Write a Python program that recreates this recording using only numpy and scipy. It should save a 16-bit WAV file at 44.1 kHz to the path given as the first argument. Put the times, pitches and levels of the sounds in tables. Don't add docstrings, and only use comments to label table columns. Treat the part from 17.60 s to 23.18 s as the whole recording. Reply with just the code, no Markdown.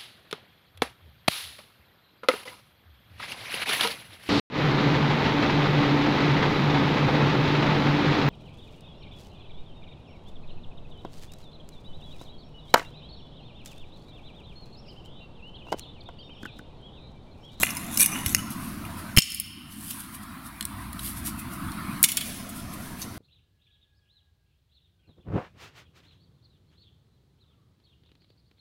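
import sys
import numpy as np
from scipy import signal
from scipy.fft import rfft, irfft
from scipy.io import wavfile
from scipy.ndimage import uniform_filter1d

SR = 44100
rng = np.random.default_rng(int(sys.argv[2]) if len(sys.argv) > 2 else 0)


def to_wav(sig):
    pcm = np.clip(np.atleast_2d(sig), -1, 1) * 32767
    pcm = np.round(pcm).astype(np.int16)
    wavfile.write(sys.argv[1], SR, pcm.T)


N = 246078
TIME_S = np.arange(N) / SR

# t/s, level/dB, brightness/dB (high band over low), ping/dB (mid-band weight)
HEAD_KNOCKS = [(0.0315, -15.5, 8, -8), (0.0338, -11, -22, -0.5), (0.068, -24.5, -22, -10),
               (0.091, -28, -14, -12), (0.105, -25.5, 9, 4), (0.169, -24.5, 7, 1), (0.374, -14, 16, 5),
               (0.401, -14, 16, -4), (0.407, -11.5, 21, 7), (0.4125, -11, 32, -4), (0.4412, -20.5, 2, -13),
               (0.4605, -10, 15.5, 0), (0.6616, -16, 4, -1), (0.7478, -6.5, 2, 4), (0.905, -30.5, 29, 3),
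               (1.251, -35.5, -2, -28)]
SHELL_KNOCKS = [(1.5653, -17.5, 0, 4), (1.5735, 2, -5, -28), (1.5826, 6.5, -6.5, 1.5),
                (1.5868, 9.5, 14, 14.5), (1.5922, -3, 5, -9), (1.6137, -27, -21, -5), (1.6205, -5, -3, 12),
                (1.702, -19, 22, -5), (1.72, -16, 26, 12), (1.746, -12.5, 22, -0.5), (1.7995, -7, 21, 1.5)]
PLATE_KNOCKS = [(3.0094, -22, -0.5, -1), (3.0262, -29, 3, 3.5), (3.0528, -21.5, 22, 4),
                (3.33, -33.5, 16, -1), (3.393, -30.5, -2, -2), (4.118, -38.5, 16, 11)]
CLEAR_KNOCKS = [(4.4292, -6.5, 29, 3), (4.439, -4, 4.5, 2), (4.4415, -3, 7, 2.5), (4.4443, -3.5, 8.5, -1),
                (4.451, -21, 13, 17), (4.487, -16, 4, 1), (4.518, -15, 10, 0.5), (4.5703, -9.5, 15, 5),
                (4.574, -17.5, -16, -2), (4.605, -30, -6, 6), (4.61, -21, -4, -11), (4.891, -33.5, 24, 0)]
# lower f/Hz, upper f/Hz
KNOCK_BANDS = [(1000, 4000), (4000, 9000), (9000, 16000)]
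# f/Hz, relative level/dB, factor on contact t60
HEAD_MODES = [(2075, 2.5, 1.13), (2460, 13, 0.2), (2836, 6, 0.85), (5490, 0, 0.86), (6240, 3.5, 0.6),
              (6940, -22, 1.8), (9750, 4, 0.54), (10850, -4, 0.84), (11060, -19, 0.91), (11700, 0, 1.2)]
SHELL_MODES = [(2080, -1.5, 0.86), (2333, -1, 2.2), (2762, 2, 2.1), (3090, 6.5, 1.6), (4230, -5, 1.2),
               (5000, -11, 0.9), (5300, 3.5, 1.4), (6840, -1.5, 1.7), (8700, 2, 0.4), (10100, 7, 0.23)]
PLATE_MODES = [(2870, -4, 0.95), (3330, 5, 0.62), (4080, 5.5, 1), (5400, 1, 0.97), (7900, 6, 0.8),
               (10000, 11, 0.65), (11500, -8, .8)]
CLEAR_MODES = [(2170, -6.5, 2.6), (3038, -0.5, 1.2), (3444, 2, 1.4), (4450, -7, 0.84), (5600, 2, 1.3),
               (6780, 3.5, 1.5), (7460, 5, 0.74), (8850, 3, 1.2), (10000, -6, 0.53), (10600, 9.5, 0.82),
               (12800, -21, 0.73)]
# t/s, peak level/dB, f/Hz, t60/s
THUDS = [(0.0314, -21, 406, 0.0097), (0.0333, -20.5, 647, 0.0061), (0.6632, -19, 90.5, 0.054),
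         (.748, -36, 373, 0.018), (1.5731, 7.5, 83, 0.019), (1.583, 7, 168, 0.02),
         (4.4416, -22, 190, 0.017)]
# f/Hz, relative level/dB
RUMBLE_COLOUR = [(15, -16), (35, -10), (60, -0.5), (95, 6), (122, -3.5), (200, -38), (400, -85)]
HUM_COLOUR = [(70, -15), (125, -7), (165, -4), (210, 0.5), (270, -4), (330, -10), (400, -29), (480, -62),
              (900, -90)]
RUSH_COLOUR = [(450, -29.5), (680, -4.5), (850, -6.5), (1020, 3.5), (1400, 0), (1750, -5), (2200, -7),
               (3000, -14), (4200, -13.5), (5500, -22.5), (6800, -28.5), (10000, -14.5), (13000, -18.5),
               (16000, -20.5)]
LOW_WASH_COLOUR = [(250, 14), (400, 5.5), (500, 3), (700, 11.5), (1200, -38), (2000, -1), (3000, -7),
                   (6300, -5), (10000, -19), (16000, -26)]
DRAG_COLOUR = [(500, -6), (1500, -48), (2400, -1.5), (2950, -15), (3500, 1.5), (4700, -12), (6200, 0),
               (8200, -1), (10000, 6), (12000, 1), (16000, -7)]
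GRIND_COLOUR = [(500, -12), (1100, 0), (1600, 0), (2100, 3), (2500, -2), (2950, 6.5), (3300, -26),
                (4500, -34), (16000, -45)]
SQUEAK_COLOUR = [(3000, -54), (5600, -27), (6050, 11), (6200, 2), (6400, -20), (6900, -30), (12000, -50)]
SCUFF_COLOUR = [(2000, -33), (3200, -2), (5100, 5), (6600, 5), (8000, -10), (11000, -18), (13500, 2),
                (16000, -16)]
GLOVE_COLOUR = [(1000, -19), (3000, -5), (5400, -7), (6800, -10), (8500, -2), (10500, 2), (12000, 0.5),
                (14000, -5), (16000, -8)]
SKID_COLOUR = [(800, -48), (2200, -0.5), (3200, -7), (5200, -5), (6700, -7), (8000, -7), (11000, 1.5),
               (13000, -8), (16000, -5)]
# peak t/s, length/s, relative hiss level/dB, relative grind level/dB
SLIDES = [(0.024, 0.24, -27, -39), (0.106, 0.9, -37, -42), (0.353, 0.15, -31.5, -59),
          (.42, .1, -9.5, -25.5), (0.557, 0.39, -33, -27), (0.709, 0.18, -25, -51),
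          (0.789, 0.076, -33, -30)]
# peak t/s, length/s, relative level/dB
RUMBLE_SWELLS = [(.03, 0.16, -40), (.74, 0.27, -31.5), (1.26, 0.14, -37.5), (1.76, 0.67, -33),
                 (3.15, .45, -44), (4.08, 0.12, -30), (5.05, 0.17, -33)]
DRONE_SWELLS = [(3.42, 2.9, -43.5)]
SQUEAKS = [(.435, 0.21, -30), (.535, .15, -33)]
SCUFFS = [(5.426, 0.046, -26.5)]
GLOVE_RUBS = [(.922, 0.088, -36.5), (1.045, 0.45, -43.5), (1.39, 0.11, -43), (2.125, 0.1, -37.5),
              (2.29, 0.57, -33.5), (2.31, 0.032, -24), (2.405, 0.062, -33.5), (2.548, 0.089, -37),
              (2.635, 0.042, -42.5), (2.865, 0.089, -41.5), (3.465, 0.27, -34), (3.58, .13, -40.5),
              (3.672, .11, -31.5), (3.798, 0.071, -40), (3.938, .14, -44), (4.97, 0.15, -38),
              (5.138, 0.058, -39.5), (5.25, 0.35, -44), (5.415, .15, -39.5)]
SKIDS = [(1.63, .09, -21), (1.755, 0.19, -21), (4.495, 0.096, -15.5), (4.67, 0.58, -24)]
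# t/s, relative level/dB
HUM_LEVEL = [(0, -41.5), (.55, -34), (1.12, -35), (1.4, -40.5), (2, -37), (2.7, -43), (3.6, -40.5),
             (4.25, -36), (4.6, -38), (5.58, -41)]
RUSH_LEVEL = [(0, -42.5), (.5, -40.5), (1.45, -41), (1.75, -47), (2.45, -42), (3.6, -43.5), (4.35, -38.5),
              (4.45, -42), (5.58, -44.5)]
LOW_WASH_LEVEL = [(0, -45.5), (.7, -44), (1.5, -47.5), (2.1, -76), (3.4, -62), (4.4, -54), (4.68, -38),
                  (5.58, -44.5)]
# f/Hz, t60/s
ROOM_T60 = [(200, 0.33), (900, 0.079), (2000, 1), (3000, 1.24), (5300, 0.81), (7500, 0.61), (10500, 0.78),
            (16000, 0.5)]


def gain_of(db):
    return 10 ** (np.asarray(db) / 20)


def unit_rms(x):
    return x / np.sqrt(np.mean(x ** 2) + 1e-20)


def lookup(table, hz):
    table_hz, value = np.transpose(table)
    return np.interp(np.log(hz + 1), np.log(table_hz + 1), value)


def add(mix, start_s, sound):
    part = mix[round(start_s * SR):][:len(sound)]
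    part += sound[:len(part)]


def strokes(rows, rise_share=0.47, end_drop_db=26.5, roundness=1.28):
    power = np.zeros(N)
    for peak_s, length_s, db in rows:
        away = np.maximum((peak_s - TIME_S) / rise_share, (TIME_S - peak_s) / (1 - rise_share)) / length_s
        near = away < 4
        power[near] += gain_of(db - end_drop_db * away[near] ** roundness) ** 2
    return np.sqrt(power)


def wander(depth_db, rate_hz):
    steps = rng.standard_normal(200)
    return gain_of(depth_db * np.interp(TIME_S * rate_hz, np.arange(len(steps)), steps))


def envelope(curve):
    return gain_of(np.interp(TIME_S, *np.transpose(curve)))


def coloured(x, colour, patchy_db):
    frames = signal.stft(x, nperseg=1024, noverlap=768)[2]
    patches = uniform_filter1d(rng.standard_normal(frames.shape), size=5, axis=0)
    patches = unit_rms(uniform_filter1d(patches, size=9, axis=1))
    x = signal.istft(frames * gain_of(patchy_db * patches), nperseg=1024, noverlap=768)[1][:N]
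    response = gain_of(lookup(colour, np.fft.rfftfreq(N, 1 / SR)))
    return unit_rms(irfft(rfft(x) * response, N))


def noise(colour, trim_db, patchy_db=0):
    return coloured(rng.standard_normal(N), colour, patchy_db) * gain_of(trim_db)


def rumble():
    swell = np.hypot(gain_of(-46) * wander(depth_db=2.5, rate_hz=1.7), strokes(RUMBLE_SWELLS))
    return noise(RUMBLE_COLOUR, trim_db=-1.2) * swell


def hum(drone_hz=58.5):
    drone = unit_rms(np.sin(2 * np.pi * drone_hz * TIME_S)) * strokes(DRONE_SWELLS)
    return noise(HUM_COLOUR, trim_db=1) * envelope(HUM_LEVEL) + drone


def background_rush():
    rush = noise(RUSH_COLOUR, trim_db=0, patchy_db=3) * envelope(RUSH_LEVEL)
    low_wash = noise(LOW_WASH_COLOUR, trim_db=0.5, patchy_db=3) * envelope(LOW_WASH_LEVEL)
    return rush + low_wash


def friction(pressure, colour, grain_db, slips_per_s, trim_db, patchy_db):
    sizes = gain_of(grain_db * np.minimum(rng.exponential(1, N), 4))
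    slips = rng.choice([-1, 1], N) * sizes * (rng.random(N) < slips_per_s / SR)
    return coloured(slips, colour, patchy_db) * gain_of(trim_db) * pressure


def knocks(rows, modes, t60_at_0db_s, crack_db, snap_db, detune, highpass_hz):
    out, t = np.zeros(N), np.arange(SR // 10) / SR
    mode_hz, mode_db, t60_factor = np.transpose(modes)[:, :, None]
    attack_samples, snap_t60_s, halving_db = 3 * SR // 1000, 0.0019, 15.5
    filters = [signal.butter(3, band, "bandpass", fs=SR, output="sos") for band in KNOCK_BANDS]
    highpass = signal.butter(2, highpass_hz, "highpass", fs=SR)
    for start_s, level_db, bright_db, ping_db in rows:
        t60_s = t60_at_0db_s * 0.5 ** (level_db / halving_db)
        burst = gain_of(crack_db - 60 * t / t60_s) + gain_of(snap_db - 60 * t / snap_t60_s)
        crack = signal.lfilter(*highpass, rng.standard_normal(len(t)) * burst)
        struck = gain_of(2 * rng.standard_normal(mode_hz.shape)) * rng.choice([-1, 1], mode_hz.shape)
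        pitch_hz = mode_hz * (1 + detune * rng.standard_normal(mode_hz.shape))
        decay = gain_of(mode_db - 60 * t / (t60_s * t60_factor))
        ring = (struck * decay * np.sin(2 * np.pi * pitch_hz * t)).sum(0)
        shares = gain_of([-bright_db / 2, ping_db, bright_db / 2])
        for sos, share in zip(filters, shares / np.linalg.norm(shares)):
            band = signal.sosfilt(sos, crack + ring)
            add(out, start_s, gain_of(level_db) * share * band / np.std(band[:attack_samples]))
    return out


def hammer():
    speed = strokes([(peak_s, length_s, hiss_db) for peak_s, length_s, hiss_db, _ in SLIDES])
    weight = strokes([(peak_s, length_s, grind_db) for peak_s, length_s, _, grind_db in SLIDES])
    hiss = friction(speed, DRAG_COLOUR, grain_db=8, slips_per_s=9100, trim_db=-0.5, patchy_db=6)
    grind = friction(weight, GRIND_COLOUR, grain_db=0, slips_per_s=770, trim_db=-3.5, patchy_db=5)
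    squeak = friction(strokes(SQUEAKS), SQUEAK_COLOUR,
                      grain_db=6.5, slips_per_s=1200, trim_db=-2, patchy_db=-1)
    scuff = friction(strokes(SCUFFS), SCUFF_COLOUR,
                     grain_db=5.5, slips_per_s=3400, trim_db=-2.5, patchy_db=4)
    clinks = knocks(HEAD_KNOCKS, HEAD_MODES, t60_at_0db_s=0.015,
                    crack_db=0, snap_db=5, detune=0.02, highpass_hz=403)
    return clinks + hiss + grind + squeak + scuff


def thuds(rise_s=0.0031):
    out, t = np.zeros(N), np.arange(SR // 5) / SR
    for start_s, peak_db, hz, t60_s in THUDS:
        push = np.sin(2 * np.pi * hz * t) * gain_of(-60 * t / t60_s) * (1 - np.exp(-t / rise_s))
        add(out, start_s, -gain_of(peak_db) * push / push.max())
    return out


def gloves():
    fidget = gain_of(-57) * wander(depth_db=3.5, rate_hz=14)
    pressure = np.hypot(strokes(GLOVE_RUBS), fidget)
    return friction(pressure, GLOVE_COLOUR, grain_db=4.5, slips_per_s=12000, trim_db=2, patchy_db=2.5)


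def plastic():
    shell = knocks(SHELL_KNOCKS, SHELL_MODES, t60_at_0db_s=0.023,
                   crack_db=3, snap_db=-1, detune=0.021, highpass_hz=1660)
    plate = knocks(PLATE_KNOCKS, PLATE_MODES, t60_at_0db_s=0.006,
                   crack_db=6.5, snap_db=11, detune=0.034, highpass_hz=2000)
    clear = knocks(CLEAR_KNOCKS, CLEAR_MODES, t60_at_0db_s=0.026,
                   crack_db=12, snap_db=13, detune=0.028, highpass_hz=2510)
    skids = friction(strokes(SKIDS), SKID_COLOUR,
                     grain_db=-4, slips_per_s=6500, trim_db=-7, patchy_db=3.5)
    return shell + plate + clear + skids


def room(x, echo_db, tail_db, build_s=0.045):
    hz, t, frames = signal.stft(rng.standard_normal(SR * 3 // 2), SR, nperseg=256)
    decay = gain_of(-60 * t / lookup(ROOM_T60, hz)[:, None])
    tail = signal.istft(frames * decay, SR, nperseg=256)[1]
    tail *= np.minimum(np.arange(len(tail)) / SR / build_s, 1)
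    response = gain_of(tail_db) * tail / np.linalg.norm(tail)
    delays_s = rng.uniform(0.0033, 0.02, size=8)
    response[(delays_s * SR).astype(int)] += gain_of(echo_db) * rng.choice([-1, 1], size=8)
    return signal.fftconvolve(x, response)[:N]


def gain_control(x, threshold_db, ratio, recovery_s):
    power = signal.lfilter(np.ones(132) / 132, 1, x ** 2)
    cut_db = np.maximum(10 * np.log10(power + 1e-12) - threshold_db, 0) * (1 - 1 / ratio)
    fade = np.exp(-TIME_S / recovery_s)
    held_db = np.maximum.accumulate(cut_db / fade) * fade
    return x * gain_of(-uniform_filter1d(held_db, size=22))


def scene():
    near = hammer() + plastic() + gloves()
    background = rumble() + hum() + background_rush()
    return (near + room(near, echo_db=-25.5, tail_db=-17.5) + thuds() + background)[None]


def record(dry):
    ducked = gain_control(dry[0], threshold_db=-13.5, ratio=4.46, recovery_s=0.74)
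    lowpass = signal.firwin(511, cutoff=15950, window=("kaiser", 8), fs=SR)
    return signal.oaconvolve(np.clip(ducked, -1, 1), lowpass, "same")[None]


dry = scene()
out = record(dry)
to_wav(out)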